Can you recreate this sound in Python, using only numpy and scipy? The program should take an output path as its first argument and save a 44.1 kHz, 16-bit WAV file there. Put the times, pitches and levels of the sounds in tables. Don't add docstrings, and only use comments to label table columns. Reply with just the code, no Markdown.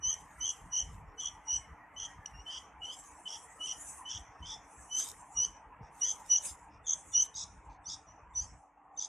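import sys
import numpy as np
from scipy import signal
from scipy.fft import rfft, irfft
from scipy.io import wavfile
from scipy.ndimage import uniform_filter1d

SR = 44100
rng = np.random.default_rng(int(sys.argv[2]) if len(sys.argv) > 2 else 0)


def generate_wav(sig):
    pcm = np.round(np.clip(np.atleast_2d(sig).T, -1, 1) * 32767).astype(np.int16)
    wavfile.write(sys.argv[1], SR, pcm)


N = 400428

# t/s, length/s, start f/Hz, rise/Hz, quaver depth/Hz,
# fundamental level/dB, octave level/dB, swell of the octave/dB, half-line level/dB
WHISTLES = [(0.03, 0.079, 2970, 219.5, 29, -37, -31, 2.5, -81),
            (0.409, 0.054, 2998, 209, 13, -35.5, -35, -2.5, -72),
            (0.726, 0.081, 2950, 129.5, 89, -38, -32, -1.5, -77.5),
            (1.18, 0.03, 2997, 70, 14, -41.5, -41.5, 11, -84),
            (1.479, 0.092, 2910, 112, 60, -39.5, -32, 0, -87.5),
            (1.962, 0.029, 2978, 130.5, 9.4, -43.5, -50.5, 14, -80.5),
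            (2.259, 0.004, 2933, -24, 8.8, -41.5, -39, 6, -59),
            (2.335, .088, 2780, 107, 27, -54, -60.5, 8, -82),
            (2.462, 0.048, 3030, 79, 16, -37, -80, 12, -64),
            (2.816, 0.046, 2906, 138, 57, -36.5, -60.5, 35, -82),
            (2.865, 0.051, 3034, 97, 46, -37.5, -54.5, 4, -60),
            (3.255, 0.025, 3027, 50, 20, -37, -64, -1, -70),
            (3.604, 0.06, 2930, 123, 30, -34.5, -47.5, 20, -86),
            (4.053, 0.049, 2977, 132, 36, -39.5, -54.5, 3, -70),
            (4.425, 0.044, 3040, 147, 31, -43, -60, 1, -69),
            (4.908, 0.074, 2973, 129, 26, -36, -35.5, 11, -76),
            (5.367, 0.085, 2908, 150, 27, -38, -28.5, -1, -56),
            (6.015, 0.04, 2892, 214.5, 10.5, -39, -28.5, 0, -52),
            (6.301, .064, 2950, 26, 51, -35, -23.5, -0.5, -50),
            (6.844, 0.03, 3560, -56.5, 25, -57, -69, 3.5, -95),
            (7.123, 0.024, 3520, 9, 11, -51, -51, 3, -90),
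            (7.141, 0.073, 2936, 119.5, 61, -35, -24.5, -0.5, -53),
            (7.339, .013, 3800, -60.5, 20, -50, -66, 2, -47.5),
            (7.351, 0.014, 3180, 50, 25, -74, -42.5, 4, -41),
            (7.842, 0.018, 3600, -62, 15, -63, -80.5, -2, -52),
            (7.857, 0.016, 2944, 20, 14, -69, -40.5, 11, -51),
            (7.874, 0.018, 3080, 185, 12, -62, -42, 3, -36),
            (8.071, 0.056, 2925, 85, 43, -75, -61, -3, -90),
            (8.337, .015, 3600, -19.5, 15, -62, -77.5, 4, -73),
            (8.355, .052, 2973, 49, 34, -63, -32.5, 2.5, -49),
            (8.409, 0.018, 3106, 186, 18, -59, -41.5, 2, -43),
            (8.965, 0.0093, 3650, -27, 15, -61, -68, -6, -72.5),
            (8.974, 0.022, 3060, -40, 33, -65, -36, 11.5, -51)]
# t/s, length/s, f/Hz, trill rate/Hz, swing/Hz,
# hoarseness 0-1, fundamental level/dB, half-line level/dB, octave level/dB, beak resonance f/Hz
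TRILLS = [(0.096, 0.047, 3136, 77, 186, 0.01, -47, -74, -36, 6090),
          (0.449, .065, 3150, 82, 230, 0.07, -44.5, -69, -35.5, 6130),
          (0.8, 0.032, 3078, 110, 171, 0.05, -48, -80, -40.5, 5850),
          (1.203, 0.086, 3180, 81, 231, 0.16, -45, -85, -40.5, 5870),
          (1.567, 0.019, 3114, 83, 168, 0.03, -55, -83, -56, 5930),
          (1.995, 0.07, 3150, 101, 217, 0.2, -46.5, -74, -42.5, 5880),
          (2.504, 0.084, 3100, 88, 230, .33, -46, -56, -52, 5550),
          (2.915, .034, 3240, 86, 190, 0.17, -54.5, -56.5, -58, 5100),
          (3.279, 0.091, 3130, 96, 352, 0.33, -51, -58, -47, 5600),
          (3.667, 0.063, 3015, 98, 214, 0.27, -45, -70, -40, 5800),
          (4.092, 0.087, 3130, 117, 363, .42, -47.5, -61, -44.5, 5590),
          (4.46, 0.092, 3416, 84, 386, 0.51, -49, -49.5, -55, 5920),
          (4.978, 0.061, 3140, 88, 215, 0.44, -51, -58, -36, 6130),
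          (5.438, 0.025, 3110, 91, 188, .23, -55, -58, -42.5, 6300),
          (6.049, 0.075, 3216, 100, 233, 0.3, -49, -56.5, -34, 6070),
          (6.362, .026, 3173, 66, 183, 0.27, -57, -67, -34, 6070),
          (6.864, 0.079, 3340, 80, 280, 0.21, -49, -78, -31.5, 6050),
          (7.217, 0.016, 3125, 62, 200, 0.05, -51.5, -67.5, -27, 6200),
          (7.363, 0.078, 3610, 92, 400, 0.3, -52.5, -44, -45.5, 6300),
          (7.892, 0.058, 3557, 94, 346, 0.28, -52, -44, -49.5, 6140),
          (8.423, 0.033, 3196, 75, 201, 0.12, -74, -66, -52, 6200),
          (8.996, .064, 3474, 89, 340, .3, -54, -50, -41, 6130)]


def chick(whistle_db=-2.0, trill_db=-1):
    voice = np.zeros(N)
    for row in WHISTLES:
        s, note = whistle(row)
        add(voice, s, gain_of(whistle_db) * note)
    for row in TRILLS:
        s, note = trill(row)
        add(voice, s, gain_of(trill_db) * note)
    return voice


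QUAVERS_PER_S = 48


def whistle(row, jitter_hz=14, shimmer_db=1.94, quaver_db=2.0, third_db=-42, lead_in_db=-22, onset_db=2,
            widening=1.26, bend=1.6, half_swell_db=13, air_db=-31, beak_hz=6200):
    s, length, start_hz, rise_hz, depth_hz, first_db, octave_db, swell_db, half_db = row
    early = .2 * length
    t, gate = note_gate(length + early, rise=2 * early, fall=.004)
    t = t - early
    progress = np.clip(t / length, 0, 1)
    gate = gate * gain_of(np.interp(t, [-early, 0, early / 2], [lead_in_db, lead_in_db / 2, 0]))

    quaver = np.cos(2 * np.pi * QUAVERS_PER_S * t)
    hz = start_hz + rise_hz * progress ** bend - depth_hz * quaver * (0.53 + widening * progress)
    phase = 2 * np.pi * np.cumsum(hz + jitter_hz * wander(len(t), 130)) / SR

    first = gain_of(first_db + 5.2 * (progress - 1.5)) * np.sin(phase)
    swell_points = [-swell_db / 2 - onset_db, -swell_db / 2, swell_db / 2]
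    upper_db = octave_db + np.interp(progress, [0, 1 / 6, 5 / 6], swell_points)
    harmonics = np.sin(2 * phase) + gain_of(third_db) * np.sin(3 * phase)
    upper = gain_of(upper_db + quaver_db * quaver) * harmonics
    half = gain_of(half_db + half_swell_db * (progress - 1.5)) * np.sin(3 / 2 * phase)
    breath = evened(throat(rng.standard_normal(len(t)), s, beak_hz))
    air = gain_of(octave_db + air_db) * progress ** 2 * breath

    shimmer = gain_of(shimmer_db * wander(len(t), 78))
    return s + t[0], np.sqrt(2) * gate * (first + upper + half + air) * shimmer


def trill(row, throb_db=5, start_turn=0.18, jitter_hz=130, rasp_db=-1, growth_db=3, arch_db=7, climb_hz=450,
          sink_hz=40, uneven_db=1.85, soft_edge=.05, stumble=0.1, uneven_swing=0.35, snap=0.6):
    s, length, pitch_hz, rate, swing_hz, rough, first_db, half_db, octave_db, beak_hz = row
    edge = .006 + 2 * soft_edge * rough ** 2
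    t, gate = note_gate(length, rise=edge, fall=edge)
    middle = np.clip(t / length, 0, 1) - .5

    uneven_rate = rate * (1 + (0.025 + stumble * rough) * wander(len(t), 90))
    turn = 2 * np.pi * (np.cumsum(uneven_rate) / SR + rate * t[0] + start_turn)
    saw = np.arctan2(snap * np.sin(turn), 1 - snap * np.cos(turn)) / np.arcsin(snap)
    glide_hz = (rough * climb_hz - (1 - rough) * sink_hz) * middle
    swing = swing_hz * (1 - rough / 2 + (0.13 + uneven_swing * rough) * wander(len(t), 85))
    hz = pitch_hz + glide_hz + swing * saw
    phase = 2 * np.pi * np.cumsum(hz + jitter_hz * (rough + 0.12) * wander(len(t), 330)) / SR

    growth = growth_db * (0.5 + rough) * middle
    arch = -arch_db * rough * (2 * middle) ** 2
    effort = gate * gain_of(growth + arch + uneven_db * wander(len(t), 70))
    throb = -throb_db * max(1 - 2 * rough, 0) ** 2 * saw
    partials = [(1, first_db), (1.5, half_db), (2, octave_db), (2.5, half_db - 24), (3, first_db - 27)]
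    voice = 0
    for k, db in partials:
        flutter = 1 + rough * wander(len(t), 360)
        line = effort * gain_of(throb) * np.sin(k * phase) * flutter
        voice = voice + gain_of(db) * evened(throat(line, s, beak_hz, pitch_hz))

    air = evened(throat(effort * rng.standard_normal(len(t)), s, beak_hz, pitch_hz))
    rasp = rough ** 2 * gain_of(rasp_db + max(octave_db, first_db, half_db))
    return s + t[0], voice + rasp * air


# f/Hz, level/dB
THROAT = [(2300, -25.5), (2750, -11), (3050, -11), (3700, 2), (4200, 12), (4900, 3), (5400, 2), (5900, 2.5),
          (6500, 0), (7100, -7), (8000, -3.5), (8700, -16), (12000, -36)]
# t/s, level/dB
NOTCH_DEPTH = [(0, -43), (4.5, -37.5), (7.2, -26), (7.35, -3), (9.08, -7)]
NOTCH_HZ, NOTCH_WIDTH_HZ = 4260, 430
BEAK_DB, BEAK_WIDTH_HZ, BEAK_RISE_HZ_PER_S = 15, 240, 2100
TUNED_DB, TUNED_WIDTH_HZ = 6, 240


def throat(x, s, beak_hz, tuned_hz=3500):
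    size = 16384
    hz = np.fft.rfftfreq(size, 1 / SR)
    t = (np.arange(len(x)) - len(x) / 2) / SR
    depth_db = np.interp(s, *np.transpose(NOTCH_DEPTH))
    notch_db = depth_db * np.exp(-((hz - NOTCH_HZ) / NOTCH_WIDTH_HZ) ** 2)
    beak = gain_of(BEAK_DB) * resonate(x, beak_hz + BEAK_RISE_HZ_PER_S * t, BEAK_WIDTH_HZ)
    tuned = gain_of(TUNED_DB) * resonate(x, tuned_hz, TUNED_WIDTH_HZ)
    return irfft(rfft(x + beak + tuned, size) * gain_of(read(THROAT, hz) + notch_db))[:len(x)]


# t/s, length/s, level before the soft edges/dB, beak resonance f/Hz
WHEEZES = [(1.069, 0.074, -83, 5500), (4.316, 0.17, -78, 5570), (5.827, 0.066, -71.5, 5560),
           (6.469, 0.04, -51.5, 5070), (6.711, 0.066, -71.5, 5360), (7.701, 0.063, -73.5, 6280)]
WHEEZE_EDGE_S = .04


def wheezes(rough_db=3):
    air = np.zeros(N)
    for s, length, db, beak_hz in WHEEZES:
        t, gate = note_gate(length, WHEEZE_EDGE_S, WHEEZE_EDGE_S)
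        puff = rng.standard_normal(len(t)) * gain_of(rough_db * wander(len(t), 120))
        add(air, s + t[0], gain_of(db) * gate * evened(throat(puff, s, beak_hz)))
    return air


# t/s, peak level/dB
TICKS = [(2.264, -47), (7.261, -47), (7.3435, -44)]


def ticks(decay=0.00076, low_hz=4500, high_hz=8500):
    snaps, t = np.zeros(N), np.arange(SR // 50) / SR
    band = signal.butter(2, [low_hz, high_hz], "band", fs=SR, output="sos")
    for s, db in TICKS:
        snap = signal.sosfilt(band, rng.standard_normal(len(t)) * np.exp(-t / decay))
        add(snaps, s, gain_of(db) * snap / abs(snap).max())
    return snaps


# f/Hz, T60/s
ROOM_T60 = [(300, 0.21), (3000, 0.39), (6000, 0.23), (12000, 0.079)]


def room(x, bowl_decay=0.019, tail_db=-21, tail_same=0.93):
    size = SR // 2
    taps = rng.standard_normal((3, size)) * (rng.random((3, size)) < .1)
    hz, t, z = signal.stft(taps, SR, nperseg=256)
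    decaying = z * gain_of(-60 * t / read(ROOM_T60, hz)[:, None])
    tail = signal.istft(decaying, SR, nperseg=256)[1][:, :size]
    t = np.arange(size) / SR
    tail = (np.sqrt(tail_same) * tail[2] + np.sqrt(1 - tail_same) * tail[:2]) * (t > .006)
    early = rng.standard_normal(size) * np.exp(-t / bowl_decay) * (t > .002)
    early = gain_of(-10.5) * early / np.linalg.norm(early)
    response = early + gain_of(tail_db) * tail / np.linalg.norm(tail[0])
    return x + signal.fftconvolve(x[None], response, axes=1)[:, :N]


# f/Hz, level per Hz/dB
LINGER_SHAPE = [(2400, -17), (3100, -8), (3700, -14), (4250, -31.5), (5000, -8.5), (6000, 7.5),
                (7500, -5.5), (8500, -6), (11000, -35)]


def lingering(voice, level_db=-57, decay=0.066, ring_db=-60, ring_hz=3080):
    keep = np.exp(-1 / (decay * SR))
    wide = signal.lfilter([1 - keep], [1, -keep], sounding(voice, threshold_db=-54))
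    fundamental = resonate(voice, ring_hz, 200)
    low = signal.lfilter([1 - keep], [1, -keep], sounding(fundamental, threshold_db=-45))
    ring = evened(resonate(resonate(rng.standard_normal(N), ring_hz, 400), ring_hz, 400))
    return gain_of(level_db) * wide * noise(LINGER_SHAPE, patchy_db=6.0) + gain_of(ring_db) * low * ring


# t of the peak/s, rise/s, fall/s, soft level/dB, bright level/dB (before flicker and HISS_TOP)
HISS_SWELLS = [(.18, 0.1, 0.13, -64, -76), (.53, 0.44, 0.26, -66.5, -75.5), (.76, 0.049, 0.074, -73, -78.5),
               (.92, 0.086, 0.15, -70, -76.5), (1.251, 0.076, 0.42, -83, -90),
               (2.265, 0.018, 0.18, -79, -78), (2.56, .2, 0.19, -105, -80), (2.97, .11, 0.25, -56, -68),
               (3.45, 0.53, 0.54, -62.5, -81.5), (3.69, 0.07, 0.054, -73.5, -94),
               (3.9, 0.18, 0.17, -47.5, -73.5), (4.8, .2, 0.51, -59.5, -87.5), (5.0, 0.06, .16, -45.5, -46),
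               (5.179, 0.067, 0.42, -61.5, -80), (6.03, 0.14, 0.4, -59, -67),
               (6.33, 0.16, 0.12, -63.5, -66), (6.463, .08, 0.11, -44, -55),
               (6.61, 0.21, 0.12, -67.5, -78.5), (7.02, 0.21, 0.41, -59, -81.5),
               (7.251, 0.062, 0.027, -50.5, -58), (7.6, 0.38, 0.21, -78.5, -88),
               (8.419, 0.11, 0.32, -69, -100)]
# f/Hz, level per Hz/dB
HISS_SHAPE = [(2500, -4), (4300, -33), (5200, -12), (5900, 5.5), (7600, 14.5), (8500, 7.5), (9600, 10.5),
              (11000, -1.5), (12300, -14.5), (14000, -16)]
# f/Hz, level per Hz/dB
SWISH_SHAPE = [(2500, -20), (3700, -3), (4300, -12), (5500, -2.5), (7700, -5), (10000, -11), (12500, -6),
               (14000, -26.5)]
# t/s, level/dB
HISS_TOP = [(0, 3), (6.5, 0), (6.9, -10.5), (7.25, 3), (7.45, -21.5), (9.08, -16)]
HISS_TOP_HZ = 10020


def hiss(voice, chirp_db=-62, hold_s=0.17, floor_db=-94, flicker_db=2.0, lead_s=0.04, grain_db=-4.0):
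    fade = np.cos(np.linspace(0, np.pi / 2, round(hold_s * SR))) ** 2
    lead = round(lead_s * SR)
    held = signal.oaconvolve(sounding(voice, threshold_db=-47.5), fade / fade.sum())
    trail = uniform_filter1d(held, size=2 * lead + 1)
    soft = gain_of(floor_db) + gain_of(chirp_db) * trail[lead // 2:][:N]
    t, bright = np.arange(N) / SR, np.zeros(N)
    for s, rise, fall, soft_db, bright_db in HISS_SWELLS:
        swell = np.sin(np.pi / 2 * np.interp(t - s, [-rise, 0, fall], [0, 1, 0])) ** 2
        soft = soft + gain_of(soft_db) * swell
        bright = bright + gain_of(bright_db) * swell
    bright = bright * evened(gain_of(grain_db * drift(hz=260)))
    air = soft * noise(HISS_SHAPE, patchy_db=4.5, size=12, count=12)
    air = air + bright * noise(SWISH_SHAPE, patchy_db=4, size=10, count=16)
    top_pass = 1 / (1 + (HISS_TOP_HZ / (np.fft.rfftfreq(N, 1 / SR) + 1)) ** 24)
    top = irfft(rfft(air) * top_pass, N)
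    return (air + (follow(HISS_TOP) - 1) * top) * gain_of(flicker_db * drift(hz=28))


# t/s, nominal level/dB, f/Hz
THUMPS = [(0.053, -45, 61), (0.661, -45, 160), (0.839, -55, 59.6), (0.93, -38.5, 83), (1.071, -57.5, 41.8),
          (1.523, -43, 60), (2.383, -40, 55), (4.155, -40.5, 87), (4.404, -39, 56), (5.808, -36.5, 125),
          (6.506, -42, 61), (7.666, -39, 56.5)]
# t/s, length/s, level/dB
RUBS = [(0.048, 0.046, -48.5), (0.61, 0.087, -52), (0.82, 0.29, -52), (1.53, 0.096, -56),
        (1.66, 0.078, -54), (2.018, 0.067, -57.5), (2.13, 0.12, -59), (2.308, 0.055, -56.5),
        (2.38, 0.018, -64), (4.143, 0.07, -52), (4.293, 0.0064, -45), (4.393, 0.12, -53.5),
        (4.477, 0.12, -63), (5.35, 0.15, -56), (5.785, 0.064, -55.5), (6.51, 0.032, -66),
        (7.206, 0.016, -53), (7.518, 0.069, -63), (7.69, 0.028, -63), (7.76, 0.033, -73),
        (7.884, 0.029, -55.5), (8.404, 0.055, -64.5), (8.51, 0.042, -63)]
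RUB_EDGE_S = 0.035
# t/s, level/dB
GRIP_LEVEL = [(0, -61.5), (2.2, -64), (2.7, -66), (3.3, -71.5), (3.8, -60.5), (4.4, -69), (5, -64.5),
              (6.4, -67), (7, -61), (7.8, -62), (8.1, -62), (8.55, -53.5), (8.62, -82.5), (9.08, -70.5)]
# f/Hz, level per Hz/dB
RUMBLE_SHAPE = [(20, -16), (35, 8), (55, 6.5), (100, -3.5), (170, -5.5), (260, -29.5), (500, -48),
                (3000, -61.5)]


def handling(grip_db=1, thump_db=-4, rise_cycles=.42):
    knocks, t = np.zeros(N), np.arange(SR // 6) / SR
    for s, db, hz in THUMPS:
        rise = rise_cycles / hz
        push = t / rise * np.exp(1 - t / rise)
        add(knocks, s, gain_of(db + thump_db) * push * np.sin(2 * np.pi * hz * t))
    rubbing = gain_of(grip_db + 1.5 * drift(hz=7)) * follow(GRIP_LEVEL)
    for s, length, db in RUBS:
        t, gate = note_gate(length, RUB_EDGE_S, RUB_EDGE_S)
        add(rubbing, s + t[0], gain_of(db) * gate)
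    return knocks + rubbing * noise(RUMBLE_SHAPE, patchy_db=3, size=6)


# f/Hz, level per Hz/dB
ROOM_NOISE = [(110, -39.5), (180, -3.5), (234, -21.5), (293, 2.5), (372, -47), (436, -3.5), (522, -12),
              (662, -6), (734, -3), (920, 3.5), (1400, -10.5), (1860, -13), (2490, -16.5), (2700, -20),
              (3510, -40.5), (5940, -120)]
# t/s, level/dB
ROOM_LEVEL = [(0, -58.5), (2.2, -57.5), (3.2, -57.5), (4.4, -57.5), (5.8, -57), (6.6, -58), (7.5, -59),
              (8.55, -59.5), (8.62, -70), (9.08, -62)]
# f/Hz, level per Hz/dB
UPPER_AIR = [(900, -23), (1250, 0.5), (1600, -6.5), (1900, 2), (2300, -9.5), (2800, -19), (3600, -35)]
# t/s, level/dB
UPPER_LEVEL = [(0, -65.5), (.4, -62), (1.1, -66.5), (2.35, -63.5), (3.1, -75), (3.8, -64.5), (4.6, -66.5),
               (5.3, -81.5), (6.1, -65), (7, -81), (9.08, -85)]
# f/Hz, level per Hz/dB
HOLLOW_SHAPE = [(300, -28), (600, -18.5), (780, 0.5), (930, -12.5), (1200, -13.5), (2500, -84)]
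# f/Hz, level/dB
HUM = [(50, -82), (291, -79.5)]


def background(hollow_db=-61):
    t = np.arange(N) / SR
    hum = 0
    for hz, db in HUM:
        phase_walk = np.cumsum(0.017 * rng.standard_normal(N))
        hum = hum + gain_of(db) * evened(np.sin(2 * np.pi * hz * t + phase_walk))
    hollow_gain = gain_of(hollow_db) * np.interp(t, [8.58, 8.62], [0, 1])
    hollow = hollow_gain * noise(HOLLOW_SHAPE, patchy_db=3.5)
    air = follow(ROOM_LEVEL) * noise(ROOM_NOISE, patchy_db=3.4, size=8, count=4)
    upper = follow(UPPER_LEVEL) * noise(UPPER_AIR, patchy_db=6.5, size=14, count=3)
    return air + upper + hum + hollow


# f/Hz, correlation 0-1
SAME = [(40, 1), (250, 0.91), (1000, 0.97), (2500, 0.8), (5000, 0.38), (8000, 0.65), (13000, 0.15)]


def noise(shape, patchy_db, size=14, count=7):
    frames, hz = N // 256 + 5, np.fft.rfftfreq(1024, 1 / SR)
    a, b, c, d, patches = rng.standard_normal((5, frames, len(hz)))
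    patches = uniform_filter1d(patches, size=size, axis=0)
    patches = evened(uniform_filter1d(patches, size=count, axis=1))
    same = np.clip(read(SAME, hz), 0, 1)
    mid = np.sqrt(1 + same) * (a + 1j * b)
    side = np.sqrt(1 - same) * (c + 1j * d)
    z = np.array([mid + side, mid - side]) * gain_of(read(shape, hz) + patchy_db * patches)
    sound = signal.istft(z, nperseg=1024, noverlap=768, time_axis=1, freq_axis=2)[1]
    return evened(sound[:, :N])


def resonate(x, hz, width):
    turn = np.exp(2j * np.pi * np.cumsum(hz * np.ones(len(x))) / SR)
    r = np.exp(-np.pi * width / SR)
    return 2 * (turn * signal.lfilter([1 - r], [1, -r], x / turn)).real


def sounding(voice, threshold_db):
    power = abs(uniform_filter1d(voice ** 2, size=400))
    return power / (power + gain_of(threshold_db) ** 2)


def note_gate(length, rise, fall):
    t = np.arange(-rise / 2, length + fall / 2, 1 / SR)
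    ramp = np.minimum(t / rise + .5, (length - t) / fall + .5)
    return t, np.sin(np.pi / 2 * np.clip(ramp, 0, 1)) ** 2


def wander(size, hz):
    f = np.fft.rfftfreq(16384, 1 / SR)
    course = irfft(rfft(rng.standard_normal(16384)) / (1 + (f / hz) ** 2))
    return np.resize(evened(course), size)


def drift(hz):
    f = np.fft.rfftfreq(N, 1 / SR)
    return evened(irfft(rfft(rng.standard_normal(N)) / (1 + (f / hz) ** 2) ** 2, N))


def gain_of(db):
    return 10 ** (np.asarray(db) / 20)


def evened(x):
    return x / np.sqrt(np.mean(x ** 2) + 1e-20)


def read(points, hz):
    f, value = np.transpose(points)
    return np.interp(np.log(hz + 1), np.log(f + 1), value)


def follow(rows):
    s, db = np.transpose(rows)
    return gain_of(np.interp(np.arange(N) / SR, s, db))


def add(mix, s, sound):
    part = mix[..., max(round(s * SR), 0):][..., :sound.shape[-1]]
    part += sound[..., :part.shape[-1]]


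def scene():
    voice = chick()
    near = room(voice + wheezes() + ticks())
    return near + lingering(voice) + hiss(voice) + background() + handling()


EDGE_HZ = 14100


def record(dry):
    thin = signal.sosfilt(signal.butter(5, 42, "high", fs=SR, output="sos"), dry)
    low_pass = signal.firwin(511, EDGE_HZ, window=("kaiser", 9), fs=SR)
    return signal.oaconvolve(thin, low_pass[None], "same")


dry = scene()
out = record(dry)
generate_wav(out)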